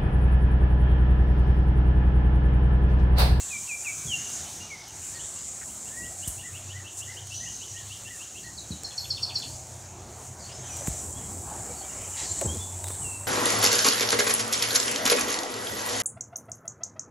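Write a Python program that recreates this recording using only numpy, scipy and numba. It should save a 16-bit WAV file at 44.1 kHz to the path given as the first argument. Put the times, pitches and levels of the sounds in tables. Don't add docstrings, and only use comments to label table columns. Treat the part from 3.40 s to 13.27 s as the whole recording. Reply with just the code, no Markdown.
import sys
import numpy as np
from scipy import signal
from scipy.fft import rfft, irfft, next_fast_len
from scipy.io import wavfile
from numba import njit

SR = 44100
rng = np.random.default_rng(int(sys.argv[2]) if len(sys.argv) > 2 else 0)


def store_pcm(level_fs):
    pcm = np.round(np.clip(level_fs, -1, 1) * 32767).astype(np.int16)
    wavfile.write(sys.argv[1], SR, np.atleast_2d(pcm).T)


def elevation(decibels):
    levels = np.asarray(decibels, float)
    return 10 ** (levels / 20)


N = 435266


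def unit(x):
    return x / np.sqrt(np.mean(x ** 2))


def curve(table):
    s, *columns = np.transpose(table)
    return [np.interp(np.arange(N) / SR, s, c) for c in columns]


def swells(rows):
    t = np.arange(N) / SR
    total = np.zeros((2, N))
    for s, length, first_db, second_db in rows:
        rise = np.clip(1 - abs(t - s) / length, 0, 1)
        total += rise * np.array([[first_db], [second_db]])
    return total


def coloured(spectrum):
    hz, db = np.transpose(spectrum)
    size = next_fast_len(N)
    log_hz = np.log(np.arange(size // 2 + 1) * SR / size + 1)
    gain = elevation(np.interp(log_hz, np.log(hz), db, -120, -120))
    return unit(irfft(rfft(rng.standard_normal(size)) * gain, size)[:N])


def walk(rate):
    levels = rng.standard_normal(int(N / SR * 40))
    return 0.89 * np.interp(np.arange(N) * rate / SR, np.arange(len(levels)), levels)


@njit
def svf(x, hz, width):
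    y, b, l = np.empty(len(x)), 0., 0.
    for i in range(len(x)):
        g, k = np.tan(np.pi * hz[i] / SR), width / hz[i]
        v = (b + g * (x[i] - l)) / (1 + g * (g + k))
        b, l, y[i] = 2 * v - b, l + 2 * g * v, k * v
    return y


def band(x, hz, width_hz):
    hz = np.full(len(x), 1.) * hz
    return svf(svf(x, hz, 1. * width_hz), hz, 1. * width_hz)


def add(out, s, sound):
    i = int(s * SR)
    out[i:i + len(sound)] += sound[:N - i]


def tone(rows, fade_s, wobble_hz=0.):
    s, hz, db = np.transpose(rows)
    t = np.arange(s[0], s[-1], 1 / SR)
    ends = np.clip(np.minimum(t - s[0], s[-1] - t) / fade_s, 0, 1)
    wobble = wobble_hz * np.interp(t - s[0], np.arange(64) / 180, rng.standard_normal(64))
    phase = 2 * np.pi * np.cumsum(np.interp(t, s, hz) + wobble) / SR
    return 2 ** .5 * ends * elevation(np.interp(t, s, db)) * np.sin(phase)


# (time [s], level [dB], centre [Hz])
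CHORUS = [(0.0, -37, 7230), (0.96, -36, 6760), (1.43, -49.5, 6200), (1.65, -37.5, 7360),
          (2.83, -39.5, 7300), (3.49, -47, 6850), (3.57, -40.5, 7200), (3.85, -47, 6750),
          (3.96, -41.5, 6460), (4.51, -43, 6970), (6.95, -47.5, 6900), (7.53, -35.5, 7300),
          (7.75, -39.5, 7450), (8.6, -38.5, 7310), (9.02, -32.5, 7370), (9.32, -40, 7380),
          (9.62, -36.5, 7930), (9.87, -40.5, 7720)]
# (pitch [Hz], level [dB per Hz])
CHORUS_TOP = [(4710, -56), (8000, -17), (11800, -33), (15700, -35.5)]
# (peak time [s], rise and fall time, each [s], chorus change [dB], extra
# top change [dB])
CHORUS_SWELLS = [(.65, .2, 0, 4), (1.15, .1, 1, 2), (2.0, .5, 0, -4), (2.92, .12, 1, 8), (4.78, .07, 2, 2),
                 (5.85, .2, -7, 7), (6.1, .17, 4, 2), (6.6, .2, -4, 0), (6.85, .12, 2, 3), (7.2, .15, -1, -5),
                 (8.95, .2, 0, -6), (9.5, .14, -3, 6)]
CHORUS_MEAN_DB, TOP_DB, TOP_FOLLOW = -42.5, -7.5, 0.88


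def insects():
    level_db, centre_hz = curve(CHORUS)
    shade_db, bright_db = swells(CHORUS_SWELLS)
    level_db = level_db + shade_db
    clicks = rng.standard_normal(N) * elevation(3.0 * np.minimum(rng.exponential(size=N), 5))
    body = unit(band(clicks, centre_hz, 2100)) * elevation(level_db - 0.57 + 1.46 * walk(25))
    top_db = CHORUS_MEAN_DB + TOP_DB + bright_db + TOP_FOLLOW * (level_db - CHORUS_MEAN_DB)
    return body + coloured(CHORUS_TOP) * elevation(top_db + 1.8 * walk(12))


def foliage(note, scatter_db, perch, spread_s=0.0093, gap_s=.003):
    trees_db, t60 = perch
    sway_per_s, sway_share = 45, .1
    t, size = np.arange(SR // 2) / SR, np.linalg.norm(note)
    near = rng.standard_normal(len(t)) * np.exp(-t / spread_s) * (t > gap_s)
    far = rng.standard_normal(len(t)) * elevation(-60 * t / t60) * (t > .025)
    sway_steps = np.arange(len(note) + len(t) - 1) * sway_per_s / SR
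    sway = np.interp(sway_steps, np.arange(256), rng.standard_normal(256))
    far = signal.fftconvolve(note, far) * (np.sqrt(1 - sway_share) + np.sqrt(sway_share) * sway)
    near = signal.fftconvolve(note, near[:SR // 8])
    echo = far * elevation(trees_db) * size / np.linalg.norm(far)
    share = np.hypot(1, elevation(scatter_db))
    add(echo, 0, near * size / np.linalg.norm(near) * elevation(scatter_db) / share)
    add(echo, 0, note / share)
    return echo


def whistle(row, habit):
    s, length, from_hz, to_hz, db = row
    glide, peak, start_db, end_db = habit
    share = np.sort(np.clip([0, glide, peak, 1], 0, 1))
    pitch_hz = np.interp(share, [0, glide], [from_hz, to_hz])
    level_db = db + np.interp(share, [0, peak, 1], [start_db, 0, end_db])
    return np.c_[share * length, pitch_hz, level_db]


# (far trees level [dB], time to fade by 60 dB [s])
OPEN_PERCH, SOFT_PERCH, RISING_PERCH = (-10, .7), (-10, .35), (-6, .5)
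TRILL_PERCH, SLIDE_PERCH = (-8.5, .5), (-10.5, .42)

# (time [s], peak level [dB], pitch [Hz])
TRILL = [
    (5.177, -34, 3980),
    (5.3134, -35, 4040),
    (5.4463, -28, 4250),
    (5.5802, -23, 4300),
    (5.706, -20, 4380),
    (5.8306, -19.5, 4400),
    (5.9574, -19.5, 4404),
]
# (time after start [s], pitch [Hz], level [dB])
TRILL_MAIN = [(-.004, 4800, -14), (.002, 4520, 0), (.007, 4300, -1), (.012, 4190, -12), (.028, 4130, -19)]
# (time after start [s], pitch [Hz], level [dB])
TRILL_OPENING = [(-.006, 4700, -9), (.004, 4300, -5), (.011, 3980, 0), (.02, 3830, -9)]
# (time after start [s], pitch [Hz], level [dB])
TRILL_GRACE = [(-.015, 5800, -3), (-.008, 5500, 0), (0, 5200, 1), (.006, 4900, -1)]
# (time after start [s], pitch [Hz], level [dB])
TRILL_ANSWER = [(.062, 3620, 1), (.069, 3400, 1), (.074, 3000, -4), (.08, 2500, 0)]


def trill():
    out = np.zeros(N)
    for s, db, hz in TRILL:
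        opening = s < 5.4
        shy_db = -11 if opening else 0
        main = TRILL_OPENING if opening else np.array(TRILL_MAIN) * [1, hz / 4394, 1]
        parts = ((main, -2.5, -5.5), (TRILL_GRACE, -13 + shy_db, 9), (TRILL_ANSWER, -18.5 + shy_db, -2))
        for note, rel_db, scatter_db in parts:
            sound = foliage(tone(note, 0.0013, wobble_hz=60), scatter_db, TRILL_PERCH, spread_s=0.016, gap_s=.008)
            add(out, s + note[0][0], elevation(db + rel_db) * sound)
    return out


# (time [s], length [s], start pitch [Hz], goal pitch [Hz], peak level [dB])
LOW_BIRD = [(0.0, 0.045, 2674, 2700, -50), (0.103, .07, 2600, 2340, -35), (0.275, 0.08, 2775, 2358, -34),
            (0.445, .068, 2820, 2280, -31), (7.285, .025, 2680, 2520, -52), (7.31, 0.055, 2450, 2420, -51),
            (8.29, 0.035, 2330, 2300, -54), (8.425, 0.06, 2340, 2300, -54)]
# (time [s], length [s], start pitch [Hz], goal pitch [Hz], peak level [dB])
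MID_BIRD = [
    (0.668, 0.105, 3500, 2780, -25.5),
    (1.02, .08, 2950, 3050, -50),
    (7.72, 0.08, 3120, 3360, -49),
]
# (time [s], length [s], start pitch [Hz], goal pitch [Hz], peak level [dB])
SOFT_OPENER = (2.5, .185, 1680, 1930, -43)
# (time [s], length [s], start pitch [Hz], goal pitch [Hz], peak level [dB])
SLIDES = [(1.3, .065, 2335, 2030, -39), (9.075, .075, 3100, 3380, -42), (9.19, .1, 3450, 3470, -44),
          (9.642, .1, 2790, 2660, -43.5), (9.735, .045, 2740, 2640, -43), (9.615, .03, 3100, 2800, -50),
          (9.81, .03, 2720, 2660, -52), (9.845, .02, 2700, 2740, -50), (9.505, .04, 3560, 3580, -53),
          (1.2, .065, 2800, 2850, -46)]
# (time [s], length [s], start pitch [Hz], goal pitch [Hz], peak level [dB])
HIGH_BIRD = [(0.56, .06, 6100, 6330, -42), (0.78, .06, 6450, 6500, -40), (.86, .04, 6300, 5960, -40),
             (3.94, .12, 5880, 6300, -38.5), (4.05, 0.21, 6280, 6380, -45), (4.28, 0.046, 5920, 5800, -45),
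             (7.25, 0.045, 6300, 5850, -44), (7.298, .07, 5980, 5830, -41), (7.378, .04, 5930, 6060, -41),
             (7.425, .045, 6080, 6100, -45), (7.535, .04, 6050, 5980, -46), (7.59, .045, 5950, 5750, -47),
             (7.12, .05, 5050, 5350, -47), (7.19, .05, 6400, 6700, -45), (6.085, .08, 4300, 5100, -52)]
# (share of note gliding, share at the peak, start level [dB], end level [dB])
LOW_HABIT, MID_HABIT, HIGH_HABIT = (.6, .45, -13, -3), (0.72, 0.7, -24, -15), (0.9, 0, -5, -3)
# (share gliding, share at the peak, start level [dB], end level [dB])
OPENER_HABIT = (.45, .5, -15, -4)
# (share gliding, share at the peak, start level [dB], end level [dB])
SLIDE_HABIT = (.9, .25, -7, -9)


def whistling_birds():
    out = np.zeros(N)
    for flock, habit, scatter_db, wobble_hz, perch in (
            (LOW_BIRD, LOW_HABIT, -11, 12, OPEN_PERCH),
            (MID_BIRD, MID_HABIT, -10, 12, OPEN_PERCH),
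            ([SOFT_OPENER], OPENER_HABIT, -6, 20, SOFT_PERCH),
            (SLIDES, SLIDE_HABIT, -8, 20, SLIDE_PERCH),
            (HIGH_BIRD, HIGH_HABIT, -5, 70, SLIDE_PERCH)):
        for row in flock:
            add(out, row[0], foliage(tone(whistle(row, habit), 0.0024, wobble_hz), scatter_db, perch))
    return out


# (time [s], length [s], start pitch [Hz], goal pitch [Hz], peak level [dB])
PEEPS = [
    (8.905, .025, 7050, 7755, -25.5),
    (8.98, .02, 7599, 7800, -28),
    (9.05, .02, 7638, 7675, -25),
]
PEEP_HABIT = (1.2, .55, -13, -12)  # (share gliding, share at the peak, start level [dB], end level [dB])


def peeping_bird():
    out = np.zeros(N)
    for row in PEEPS:
        add(out, row[0], tone(whistle(row, PEEP_HABIT), .004))
    return out


# (mid-sweep time [s], level [dB], change of the flat foot [dB])
RISING = [(1.647, -53, -1), (1.808, -44, -25), (1.99, -52, 2), (2.308, -55, -1), (2.488, -52, 4),
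          (2.656, -50, 6), (2.846, -40.5, -8.5), (3.012, -44.5, 2), (3.172, -45.5, 6), (3.32, -43, 1),
          (3.478, -42.5, 2), (3.633, -40.5, -5), (3.784, -39.5, -13), (3.94, -41, 4.5), (4.086, -42, 3),
          (4.234, -41.5, -2), (4.38, -42.5, -10), (4.531, -41, 1), (4.681, -44.5, 5), (4.831, -46, 7),
          (4.982, -46, 6)]
# (time from mid sweep [s], pitch [Hz], level [dB])
RISING_NOTE = [(-.038, 2640, -10), (-.022, 2720, -2), (-.012, 2850, 4.5), (-.001, 3200, 0),
               (.007, 3480, -7), (.014, 4050, -15)]


def rising_flicks():
    out = np.zeros(N)
    for s, db, foot_db in RISING:
        note = np.array(RISING_NOTE)
        note[:2, 2] += foot_db
        sound = foliage(tone(note, 0.0041, wobble_hz=70), -2, RISING_PERCH, spread_s=0.013, gap_s=.006)
        add(out, s + note[0, 0], elevation(db - 3.8) * sound)
    return out


# (time [s], length [s], top pitch [Hz], peak level [dB])
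SOFT_BIRD = [(1.722, 0.11, 1880, -50), (3.019, 0.095, 1970, -45.5), (3.327, .11, 1980, -44),
             (3.669, .08, 2053, -44), (4.0, 0.09, 1980, -43.5), (4.335, .11, 1933, -49),
             (4.665, .115, 1930, -46), (5.035, 0.075, 1950, -44)]


def soft_bird():
    out = np.zeros(N)
    for s, length, hz, db in SOFT_BIRD:
        arch = [(0, 0.9 * hz, db - 11), (.35 * length, hz, db), (length, .9 * hz, db - 13)]
        add(out, s, foliage(tone(arch, 0.0028, wobble_hz=45), -2, SOFT_PERCH))
    return out


# (time [s], length [s], start pitch [Hz], end pitch [Hz], level [dB])
HOARSE = [(1.743, 0.037, 4620, 4260, -48.5), (5.029, 0.044, 4530, 3980, -52),
          (6.995, .015, 5050, 4900, -52), (7.005, .07, 4400, 4380, -50), (7.02, .07, 4620, 4560, -55),
          (7.23, .07, 3250, 3150, -54), (7.118, .01, 2750, 2950, -51), (7.83, .03, 3200, 3100, -58),
          (8.49, .04, 3000, 2950, -55), (8.55, .03, 2350, 2330, -54), (1.36, .06, 2150, 2250, -50),
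          (1.47, .04, 2900, 2950, -53), (1.82, .03, 3300, 3800, -50), (8.77, .05, 3800, 3950, -48),
          (4.2, .012, 3650, 4050, -52), (8.36, 0.06, 4520, 4250, -50), (8.415, 0.038, 2950, 3480, -54),
          (8.6, .04, 3150, 2950, -55), (8.832, .03, 4900, 4100, -44), (8.88, .035, 4300, 4200, -47),
          (9.438, 0.012, 3700, 3600, -45), (9.46, .02, 3600, 3600, -52), (9.46, .04, 3950, 3900, -55),
          (8.735, 0.021, 3250, 2950, -49)]


def hoarse_birds():
    out = np.zeros(N)
    for s, length, from_hz, to_hz, db in HOARSE:
        call = tone([(0, from_hz, db), (length, to_hz, db - 3)], 0.0017, wobble_hz=150)
        add(out, s, foliage(call, 3, TRILL_PERCH, spread_s=.018))
    return out


# (time [s], peak level [dB], low-end level [dB])
TICKS = [(0.902, -22, -7), (2.216, -29, -16), (2.8768, -25, -35), (2.8818, -27, -35), (2.888, -28, -35),
         (3.579, -41, -16), (3.8714, -24, -11), (5.435, -20, -25), (5.987, -38, -1), (6.2701, -31, -32),
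         (7.3685, -22, -24), (7.464, -22, -12), (7.4715, -22, -9), (7.474, -15, 1), (7.5286, -33, -25),
         (8.6182, -26, -26), (9.0124, -15, -19), (9.0145, -18, -15), (9.015, -20, -6), (9.4129, -31, -13),
         (9.4421, -17, -8), (9.444, -22, 0), (9.4697, -20, -13), (9.4773, -21, -19), (9.4834, -17.5, -10),
         (9.4872, -19.5, -29), (9.4991, -26, -13), (9.505, -22, -8)]


def ticks():
    out, t = np.zeros(N), np.arange(SR // 2) / SR
    port = np.sin(2 * np.pi * 8000 * t) * np.exp(-t / 0.0004)
    port += 0.33 * np.sin(2 * np.pi * 13000 * t) * np.exp(-t / .0001)
    shell = np.sin(2 * np.pi * 2200 * t) * np.exp(-t / 0.00014)
    for s, db, low_db in TICKS:
        add(out, s, elevation(db) * (port + elevation(low_db) * shell))
    return out


# (time [s], peak level [dB], pitch [Hz], time to fade by 60 dB [s])
KNOCKS = [
    (.652, -39, 115, .1),
    (2.876, -29.5, 87, 0.1),
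    (5.306, -32, 125, 0.18),
    (7.481, -18, 111, 0.028),
    (9.047, -28.5, 111, 0.06),
    (9.057, -27.5, 130.6, 0.4),
]


def knocks():
    out, t = np.zeros(N), np.arange(SR // 2) / SR
    for s, db, hz, t60 in KNOCKS:
        phase = 2 * np.pi * np.cumsum(hz * (0.61 + 1.45 * np.exp(-t / 0.0046))) / SR
        add(out, s, -elevation(db + 3.5 - 60 * t / max(t60, .01)) * np.sin(phase))
    return out


# (time [s], length [s], level [dB], centre [Hz], width [Hz])
SCRAPES = [(2.8755, 0.012, -30, 8500, 4500), (2.89, 0.019, -39, 9000, 4500),
           (3.568, 0.05, -37.5, 7300, 3100), (3.588, .012, -49, 12000, 5000),
           (1.479, .01, -53, 12000, 6000), (5.985, .015, -52, 12000, 6000), (2.876, .02, -41, 13000, 5000),
           (7.37, .012, -49, 12000, 6000), (9.502, .008, -38, 500, 900), (7.478, 0.014, -40, 10600, 8800),
           (8.749, 0.132, -50.5, 1970, 520), (8.752, .12, -48, 2900, 2000), (8.765, .07, -47, 4300, 1800),
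           (8.83, .04, -45, 5000, 1800), (8.85, .09, -48, 4500, 1400), (8.75, .2, -44, 6200, 1800),
           (9.013, 0.02, -29.5, 554, 250), (7.4, .06, -47, 550, 200), (9.011, 0.01, -42, 2400, 1800),
           (9.044, 0.0247, -35.5, 380, 400), (2.21, 0.03, -48, 1700, 780), (7.09, 0.045, -52, 2950, 900),
           (7.416, .01, -42, 600, 700), (9.61, 0.11, -37.5, 7900, 2000), (5.3, 0.075, -43, 170, 144),
           (.65, 0.06, -43, 110, 170), (9.065, 0.12, -41, 230, 330), (7.485, 0.045, -35, 65, 33),
           (8.29, 0.037, -44, 490, 84)]


def scrapes():
    out = np.zeros(N)
    for s, length, db, hz, width_hz in SCRAPES:
        n = int(length * SR)
        edge_share = min(.002 / length + 3 * length, 1)
        swell = signal.windows.tukey(n, edge_share) * np.linspace(1, .6, n)
        grit = rng.standard_normal(SR // 4)[:n] * swell
        add(out, s, elevation(db) * unit(band(grit, hz, width_hz)))
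    return out


# (multiple of the step rate, level [dB])
MOTOR_ORDERS = [(8, -56), (9, -60), (10, -66)]


def lens_motor():
    start_s, length_s, step_hz = 5.585, 0.12, 1436.
    out = np.zeros(N)
    hiss = unit(band(rng.standard_normal(int(length_s * SR)), 12500, 5000))
    add(out, start_s, elevation(-64) * hiss)
    for multiple, db in MOTOR_ORDERS:
        hz = int(multiple) * step_hz
        add(out, start_s, tone([(0, hz, db), (length_s, hz, db)], .004))
    return out


# (time [s], level [dB], centre [Hz])
TYRES = [(0, -85, 620), (5.5, -75, 650), (7.0, -62, 720), (7.4, -55, 700), (7.8, -63, 750), (8.8, -63, 820),
         (9.4, -56, 900), (9.87, -54, 970)]


def tyres():
    level_db, centre_hz = curve(TYRES)
    return unit(band(rng.standard_normal(N), centre_hz, 330)) * elevation(level_db + 2.5 * walk(14))


# (time [s], length
# [s], pitch at start [Hz], pitch at end [Hz], level [dB])
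LOW_HUMS = [(2.7, 2.07, 92.04, 101, -50.5), (5.5, 2.25, 93.65, 86, -52.5), (7.6, 0.82, 87.8, 91, -47.5),
            (8.6, .4, 87.7, 92, -49.5), (9.05, 0.46, 93.2, 90, -41), (9.35, 0.56, 88.4, 100, -46.5),
            (2.9, 1.8, 125.4, 126.5, -58.5), (5.4, 1.4, 124.5, 121, -54), (6.6, 1.3, 124, 124, -52.5),
            (8.1, 0.29, 114, 115.5, -56)]


def low_hums():
    out = np.zeros(N)
    for s, length, from_hz, to_hz, db in LOW_HUMS:
        add(out, s, tone([(0, from_hz, db), (length, to_hz, db)], 0.1))
    return out * (1 + .75 * walk(22)) * elevation(1.5 * walk(5))


def patchy(x, lo_hz, count, patchy_db, rate):
    out = x.copy()
    for hz in lo_hz * 2 ** (np.arange(count) / 4):
        one_band = signal.lfilter(*signal.iirpeak(hz, 7, SR), x)
        out += (elevation(patchy_db * walk(rate)) - 1) * one_band
    return out


# (time [s], level [dB])
TRAFFIC = [(0.0, -2.5), (.9, 1), (1.5, 0), (2.55, -1), (3.5, -2), (4.9, -2.5), (5.5, 1), (6.2, 1.5),
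           (7.0, 4), (7.7, 4), (8.3, 6), (8.6, 4.5), (9.0, 4), (9.87, 3)]
# (peak time [s], rise and fall time, each [s], leaves change [dB],
# twitter change [dB])
GUSTS = [(0.0, 0.46, 3.5, 7.5), (0.903, 0.58, 6, 6), (1.7, 1.2, 3.5, 4.5), (4.2, 1.7, -1, 4.5),
         (5.883, 0.49, -1.5, 3), (7.332, 0.36, 6.5, 7), (8.596, 0.69, 6, 2), (9.006, 0.39, 2, 6)]
# (pitch [Hz], level [dB per Hz])
RUMBLE = [(15, -58), (25, -28), (70, 1), (98, 0), (134, -3.5), (242, -9.5), (409, -14), (500, -25),
          (650, -47), (1100, -120)]
# (pitch [Hz], level [dB per Hz])
ROAD = [(210, -33), (350, -2), (387, -4.5), (478, -5.5), (575, -2.5), (741, 0.5), (956, -4), (1080, -8.5),
        (1600, -16.5), (2080, -24), (3520, -120)]
# (pitch [Hz], level [dB per Hz])
LEAVES = [(650, -33), (1100, -0.5), (2310, 0), (3140, -5.5), (3300, -19), (4290, -53), (7260, -120)]
# (pitch [Hz], level [dB per Hz])
TWITTER = [(1760, -46), (3000, -8), (4090, -6), (5010, -8), (6000, 0), (7800, -13), (13200, -120)]


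def background():
    traffic_db, = curve(TRAFFIC)
    leaves_db, twitter_db = swells(GUSTS)
    out = coloured(RUMBLE) * elevation(-51.5 + 1.1 * traffic_db + 3.5 * walk(9))
    out += coloured(ROAD) * elevation(-54.5 + 1.24 * traffic_db + 1.67 * walk(16))
    out += coloured(LEAVES) * elevation(-59.5 + leaves_db + 0.99 * walk(18))
    out += coloured(TWITTER) * elevation(-55.5 + twitter_db + 1.0 * walk(20))
    return patchy(out, 222.3, count=19, patchy_db=3.5, rate=11)


def scene():
    birds = trill() + whistling_birds() + peeping_bird() + rising_flicks() + soft_bird() + hoarse_birds()
    handling = ticks() + knocks() + scrapes() + lens_motor()
    distance = tyres() + low_hums() + background()
    return np.tile(insects() + birds + handling + distance, (2, 1))


def roll_off(x):
    return signal.sosfilt(signal.butter(12, 16740, fs=SR, output="sos"), x)


def record(dry):
    hiss = np.diff(rng.standard_normal(N + 1)) * elevation(-72)
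    low_pass = signal.ellip(10, .2, 70, 15750, fs=SR, output="sos")
    high_pass = signal.butter(3, 33, "high", fs=SR, output="sos")
    mix = signal.sosfilt(high_pass, signal.sosfilt(low_pass, dry + hiss))
    return roll_off(mix)


dry = scene()
out = record(dry)
store_pcm(out)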